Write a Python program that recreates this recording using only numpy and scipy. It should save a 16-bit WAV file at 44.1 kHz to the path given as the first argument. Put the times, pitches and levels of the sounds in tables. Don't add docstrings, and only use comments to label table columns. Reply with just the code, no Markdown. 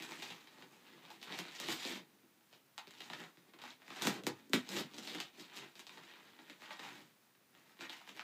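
import sys
import numpy as np
from scipy import signal
from scipy.fft import rfft, irfft
from scipy.io import wavfile

SR = 44100
rng = np.random.default_rng(int(sys.argv[2]) if len(sys.argv) > 2 else 0)


def generate_wav(sig):
    pcm = np.round(np.clip(np.atleast_2d(sig).T, -1, 1) * 32767).astype(np.int16)
    wavfile.write(sys.argv[1], SR, pcm)


def gain_from_db(level_db):
    decades = np.asarray(level_db, float) / 20
    return 10 ** decades


N = 362943

EDGES_HZ = 100 * 2 ** np.arange(0, 7.5, 1 / 3)
CENTRES_HZ = np.sqrt(EDGES_HZ[1:] * EDGES_HZ[:-1])

# (time [s], crackle level [dB], parcel boom re crackle [dB],
# crispness re crackle [dB], loudest pitch [Hz])
HANDLING = [(0.0, -47, -6, -12, 2000), (0.13, -54.5, -7, -8, 1710), (0.23, -48, -12, -10.5, 2990),
            (0.5, -65, -5, -11.5, 1810), (0.62, -56, -8, -14, 1140), (0.66, -64, -2, -8, 1390),
            (1.08, -57.5, -5, -20, 1980), (1.12, -58, -10, -10, 1300), (1.19, -64, -2, -13, 2670),
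            (1.24, -60, -6, -7, 3000), (1.28, -48.5, -4, -19, 1580), (1.4, -44, -10, -11, 2590),
            (1.42, -54, -11, -12, 2770), (1.46, -52, -13, -15, 1860), (1.58, -48.5, -15, -12, 3220),
            (1.6, -49, -7, -16, 3500), (1.72, -42, -9, -5.5, 2630), (1.81, -47, -15, -10.5, 2970),
            (1.88, -41, -7.5, -9, 2620), (1.97, -50, -6, -12, 2620), (2.06, -79, 10, -14, 1850),
            (2.08, -73, 4, -11, 1070), (2.48, -83.5, 0, -2, 2300), (2.54, -64, -10, -12, 3500),
            (2.63, -88.5, 16, -5, 1440), (2.73, -89, -2, -1, 1290), (2.79, -57, -24, -17, 1770),
            (2.84, -67, -7, -21, 1740), (3.03, -54, -11, -9, 3010), (3.09, -58, -7, -11, 1240),
            (3.14, -48, -12, -16, 2060), (3.16, -56, -5, -10, 2200), (3.23, -49.5, -3, -15.5, 1320),
            (3.32, -74, -6, -11, 1200), (3.39, -73, -3, -7, 2100), (3.48, -70, 1, -17, 1140),
            (3.6, -64.5, -9, -20, 1740), (3.64, -50.5, -13, -15, 1560), (3.71, -54, -14, -15, 2370),
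            (3.78, -75.5, -6, -13, 1750), (3.96, -48, -13, -12, 1830), (4.01, -43.5, -6, -14, 2100),
            (4.08, -37, -5, -4, 1320), (4.15, -48, -4, -13, 1740), (4.19, -50, 8, -14, 1110),
            (4.24, -77, -10, -19, 1670), (4.26, -53, 16, -13, 1530), (4.29, -59.5, -1, -22, 1400),
            (4.38, -65, -5, -11, 1420), (4.51, -74.5, 15, -10, 1870), (4.54, -41.5, 8, -1.5, 1780),
            (4.56, -49, 0, -5, 1720), (4.65, -60, -3, -13, 2320), (4.72, -46.5, 0, -8, 1990),
            (4.79, -40, 0, -5.5, 2830), (4.88, -63.5, -3, -14, 2010), (4.95, -59, -6, -6, 2700),
            (5.09, -47, -8.5, -10, 3120), (5.16, -46, -6, -15, 2550), (5.22, -45.5, -17, -15, 3200),
            (5.32, -72, 2, -11, 1990), (5.41, -54.5, -7, -7, 3450), (5.48, -62, -8, -17, 1840),
            (5.52, -59, -17, -18, 1390), (5.57, -52, -10, -4, 2810), (5.62, -52, -5, -15, 1480),
            (5.73, -68.5, -17, -12, 2200), (5.8, -56, -4, -6, 2390), (5.87, -74, -18, -16, 3210),
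            (5.91, -58, -14, -11, 2580), (5.96, -62, -1, -7, 1410), (5.98, -51, -15, -17, 1070),
            (6.0, -60, -18, -17, 1090), (6.05, -55.5, -8, -16, 2010), (6.1, -56, -14, -18, 1720),
            (6.35, -64.5, -7, -16, 1920), (6.39, -65, -6, -14, 1380), (6.51, -55, -7, -16, 2290),
            (6.58, -70, -6, -11, 1870), (6.62, -51, -13, -15, 1770), (6.65, -52, -16, -18, 2150),
            (6.69, -56, -19, -19, 1210), (6.72, -47, -20, -16, 1260), (6.76, -57, -18, -15, 1650),
            (6.85, -47.5, -11.5, -15, 1360), (6.97, -53.5, -5.5, -11.5, 1930), (7.15, -82, 2.5, -6, 1790),
            (7.27, -75.5, -6.5, -5, 924), (7.33, -93, 2, -6.5, 1944), (7.5, -80.5, 0, -5, 979),
            (7.54, -67, -5, -13, 1580), (7.72, -64, -9, -12, 1405), (7.77, -77, -7, -12, 2160),
            (7.82, -45, -13, -13, 1920), (7.86, -50, -17, -18, 1880), (7.88, -60, -6, -18, 2690),
            (7.91, -52.5, -27, -11, 2710), (8.0, -59, -13, -14, 1670), (8.09, -56.5, -14, -13, 2430),
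            (8.14, -63, 1, -11, 2150), (8.21, -46, -20.5, -17, 2030), (8.23, -65, -9, -18, 2070)]


def crackle():
    cracks_per_s = 2200 * gain_from_db(3.5 * drift(30.0))
    at = np.flatnonzero(rng.random(N) < cracks_per_s / SR)
    s, *columns = np.transpose(HANDLING)
    level_db, boom_db, crisp_db, pitch_hz = [np.interp(at / SR, s, c) for c in columns]
    size_db = level_db + 3.03 * np.minimum(rng.exponential(1, len(at)), 4.0)
    sizes = gain_from_db(size_db + 10) * rng.choice([-1, 1], len(at))
    pitch_hz = pitch_hz * 2 ** rng.normal(0, 0.35, len(at))
    return cracks(at, sizes, pitch_hz, boom_db + 6, crisp_db + 13, focus_db=6.5, ragged_db=5.5)


# (time [s], peak level [dB], loudest pitch [Hz], boom re peak [dB],
# crispness re peak [dB], after-crack level [dB])
CREASES = [(0.023, -35, 1990, -36, -11, -5), (0.1086, -40, 918, -21, -25, -11),
           (0.1096, -38, 1420, -19, -15, -5), (0.1201, -31.5, 1830, -26, -19, -6),
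           (0.1861, -44, 2230, -11, -17, -6.5), (0.2223, -35, 3210, -20, -17, 0),
           (0.3031, -34.5, 3050, -21, -17, -5.5), (0.3226, -41, 1970, -15.5, -19, -15),
           (0.4727, -44, 3070, -25, -19, -9), (0.5837, -44, 743, -13, -26, -12),
           (0.6235, -39, 1100, -18, -29, -5), (0.9182, -52.5, 1380, -15, -21, -5.5),
           (0.9931, -57, 856, -24, -20, -5), (1.052, -44.5, 1890, -40, -18, -6),
           (1.1036, -38.5, 807, -25, -15, -6), (1.2153, -47, 3390, -21, -16, -1),
           (1.2282, -37, 3160, -30, -10.5, -4), (1.3234, -31, 3700, -21.5, -22.5, -4.5),
           (1.3889, -27.5, 1770, -20, -12, -7.5), (1.4523, -36.5, 974, -24, -28, -9),
           (1.483, -39, 2630, -18, -21, -7), (1.6004, -30, 4150, -22, -8, -9),
           (1.6857, -26, 2650, -12.5, -20, -8.5), (1.8511, -29, 3830, -13, -17, -9),
           (2.2326, -58.5, 533, -6, -18, -7), (2.409, -60, 1760, -23, -17, -8),
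           (2.5275, -48, 3480, -15, -15, -2.5), (2.7791, -28.5, 800, -37, -20.5, -5.5),
           (2.8718, -45.5, 3130, -15, -14, -2), (2.9078, -43, 2050, -37, -13, -9),
           (2.9377, -43, 767, -31, -20, -10), (2.9849, -55, 3540, -23, -18, -6),
           (3.0049, -37.5, 3140, -24.5, -16.5, 1), (3.1, -32.5, 880, -19.5, -24, -6),
           (3.1332, -30.5, 1880, -29, -24, -3.5), (3.2082, -41, 1960, -11.5, -22, -8),
           (3.2377, -35.5, 1350, -23, -25, -8.5), (3.372, -49.5, 1860, -9, -18, -10),
           (3.5359, -46.5, 1860, -16.5, -22, -3.5), (3.5883, -44, 972, -24, -23, -2),
           (3.6172, -40, 3470, -21, -16, -7), (3.6375, -34.5, 925, -24.5, -22, -8),
           (3.7997, -54, 939, -17, -23, -4), (3.8187, -44, 1860, -26, -28, -6),
           (3.88, -41, 1970, -16, -21, -9), (3.9031, -39.5, 1490, -20, -21, 2),
           (3.9614, -38, 1730, -26, -22, 0), (4.0211, -27.5, 3150, -13, -5, -6),
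           (4.051, -26.5, 1830, -9.5, -20, -6.5), (4.0708, -16.5, 867, -13.5, -12, -10.5),
           (4.2363, -40.5, 3120, 0.5, -9, -11), (4.2673, -20, 867, -11.5, -10, -11),
           (4.3969, -50.5, 1740, -11, -20, -4), (4.496, -51, 541, 4, -4, -12),
           (4.5334, -14, 1860, -12.5, -13, -9.5), (4.6899, -37.5, 3500, -11, -5, -4),
           (4.7662, -26, 4000, -17.5, -22, -6.5), (4.9135, -52, 3010, -12, -19, -6),
           (4.9363, -43.5, 4200, -10, -14, 0), (4.9794, -39, 4170, -12, -13, 3),
           (5.0741, -32.5, 3660, -28, -20, -8), (5.1483, -29.5, 1750, -14, -20, -8),
           (5.2019, -25.5, 3670, -27, -16, -7.5), (5.3971, -41, 4100, -16.5, -16.5, -5.5),
           (5.4989, -43, 3460, -23, -25, -8), (5.5194, -43.5, 1280, -26, -28, -2),
           (5.5365, -45, 915, -19, -14, -10), (5.5631, -44, 4150, -18, -8, -11),
           (5.5732, -34.5, 5430, -18.5, -16.5, -6.5), (5.7544, -44.5, 2140, -23, -12, -5),
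           (5.7938, -37.5, 1870, -24, -7, -8.5), (5.8678, -38.5, 3650, -29.5, -14, -6),
           (5.8935, -39.5, 2540, -23, -19, -5), (5.9734, -41.5, 970, -20, -28, -0.5),
           (6.137, -44.5, 1850, -20, -25, -8), (6.3896, -42.5, 1400, -22.5, -30, -5.5),
           (6.4982, -38.5, 2070, -19, -17.5, -8), (6.6199, -40.5, 861, -22.5, -23, -5.5),
           (6.6834, -44, 1940, -22, -24, -2), (6.7062, -28.5, 980, -35, -41, -4),
           (6.7935, -34.5, 1860, -21, -22, -2.5), (7.3482, -61, 1730, -18.5, -17.5, 2),
           (7.55, -49, 2520, -20, -24.5, -7.5), (7.77, -51.5, 1490, -30, -17, -6.5),
           (7.7909, -44, 1850, -11, -22, -9), (7.8084, -32.5, 1860, -22, -25, -5),
           (7.896, -33, 3330, -26, -19, -4.5), (7.9304, -36.5, 1860, -28, -18, -4),
           (8.0135, -44, 1140, -30, -24, -4), (8.075, -43, 1850, -21, -13, -4),
           (8.09, -37.5, 3150, -30, -17, -5), (8.1654, -40.5, 1900, -23, -14.5, -3),
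           (8.1942, -28, 1860, -40, -27, -15.5)]


def snaps(count=7):
    s, peak_db, pitch_hz, boom_db, crisp_db, after_db = np.transpose(CREASES)[:, :, None]
    chance = rng.random((len(CREASES), 2, count))
    late = chance[:, 0] * (np.arange(count) > 0)
    at = np.round((s + 0.018 * late) * SR).astype(int)
    size_db = peak_db + 19.5 + after_db * (late > 0) - 9.8 * late
    sizes = gain_from_db(size_db) * np.sign(chance[:, 1] - 0.5)

    def spread(column):
        return np.broadcast_to(column, at.shape).ravel()

    return cracks(at.ravel(), sizes.ravel(), spread(pitch_hz), spread(boom_db + 17),
                  spread(crisp_db + 14.5), focus_db=4.0, ragged_db=3.0)


# (frequency [Hz], level [dB per Hz])
PAPER_COLOUR = [(59, -52), (100, -14), (177, -0.5), (343, -1), (502, -7.5), (854, -7), (1200, -10),
                (3780, -8.5), (5900, -16), (8280, -16), (9020, -27), (15000, -25.5), (16000, -37)]


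def cracks(at, sizes, pitch_hz, boom_db, crisp_db, focus_db, ragged_db):
    boom_hz, crisp_hz = 550, 4900
    out = np.zeros(N)
    ragged = rng.standard_normal((len(at), len(CENTRES_HZ)))
    for k, hz in enumerate(CENTRES_HZ):
        db = at_hz(PAPER_COLOUR, hz) + ragged_db * ragged[:, k]
        db = db + focus_db * np.exp(-2 * np.log2(hz / pitch_hz) ** 2)
        db = db + boom_db / (1 + (hz / boom_hz) ** 6)
        db = db + crisp_db / (1 + (crisp_hz / hz) ** 6)
        clicks = np.bincount(at, sizes * gain_from_db(db), N)[:N]
        out += band(clicks, k)
    return out


# (frequency [Hz], width [Hz], level [dB])
PARCEL_MODES = [(310, 136, 0), (867, 165, -4), (1860, 86, -3), (2470, 47, -46), (3100, 35, -18),
                (3700, 200, -6), (7000, 57, -16)]


def parcel(x):
    out = x.copy()
    for hz, width_hz, level_db in PARCEL_MODES:
        r = np.exp(-np.pi * width_hz / SR)
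        rings = signal.lfilter([1, 0, -1], [1, -2 * r * np.cos(2 * np.pi * hz / SR), r * r], x)
        out += gain_from_db(0.7 * level_db - 4.0) * (1 - r * r) / 2 * rings
    return out


def room(x, count=6):
    room_db = -1.5
    share = np.array([drift(6.8) for spot in range(count)])
    share = share / np.linalg.norm(share, axis=0)
    wet = sum(signal.oaconvolve(x * w, echoes())[:N] for w in share)
    return x + gain_from_db(room_db) * wet


# (frequency [Hz], time to fall 60 dB [s])
ROOM_DECAY = [(150, 0.15), (1000, 0.19), (4000, 0.17), (14000, 0.084)]


def echoes():
    t = np.arange(SR // 2) / SR
    white = rng.standard_normal((2, len(t))) * np.clip(t / 0.0033 - 0.4, 0, 1)
    out = np.zeros(len(t))
    for k, hz in enumerate(CENTRES_HZ):
        decay = gain_from_db(-60 * t / at_hz(ROOM_DECAY, hz))
        dying = band(white[k % 2] * decay, k)
        out += dying / np.linalg.norm(dying) * np.sqrt(hz / SR / 2)
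    return out


# (frequency [Hz], level [dB per Hz])
HISS_COLOUR = [(24, -50), (40, -28), (59, -19.5), (110, -6.5), (204, -2.5), (359, -6.5), (665, -10),
               (1780, -10.5), (7640, -19.5), (13500, -19), (14500, -15)]


def hiss():
    hiss_db = -71
    hz = np.maximum(np.fft.rfftfreq(N, 1 / SR), 1)
    colour = gain_from_db(at_hz(HISS_COLOUR[:-1], hz))
    noise = rms_one(irfft(rfft(rng.standard_normal(N)) * colour, N))
    return gain_from_db(hiss_db + 0.29 * drift(3.5)) * noise


# (frequency [Hz], level [dB rms])
WHINE_TONES = [(14912, -85), (14971, -87.5), (15030, -95.5), (15089, -95)]


def whine():
    t = np.arange(N) / SR
    return sum(gain_from_db(db + 4) * np.sin(2 * np.pi * hz * t) for hz, db in WHINE_TONES)


def rms_one(x):
    return x / np.sqrt(np.mean(x ** 2) + 1e-20)


def at_hz(points, hz):
    table_hz, values = np.array(points)[:, 0], np.array(points)[:, 1]
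    return np.interp(np.log(hz), np.log(table_hz), values)


def band(x, k):
    sos = signal.butter(2, EDGES_HZ[k:k + 2], "band", fs=SR, output="sos")
    return (-1) ** k * signal.sosfilt(sos, x + 1e-18)


def drift(rate):
    r = np.exp(-80 * np.pi * rate / SR)
    slow = signal.lfilter([1], [1, -2 * r, r * r], rng.standard_normal(N // 40 + 2002))[2000:]
    return np.interp(np.arange(N) / 40, np.arange(len(slow)), rms_one(slow))


def scene():
    paper = crackle() + snaps()
    return (room(parcel(paper)) + hiss() + whine())[None]


def top_cut(x):
    return signal.sosfilt(signal.butter(12, 16440, fs=SR, output="sos"), x)


def record(dry):
    thin = signal.sosfilt(signal.butter(2, 90, "high", fs=SR, output="sos"), dry)
    thin = signal.sosfilt(signal.cheby2(10, 40, 15950, fs=SR, output="sos"), thin)
    return top_cut(thin)


dry = scene()
out = record(dry)
generate_wav(out)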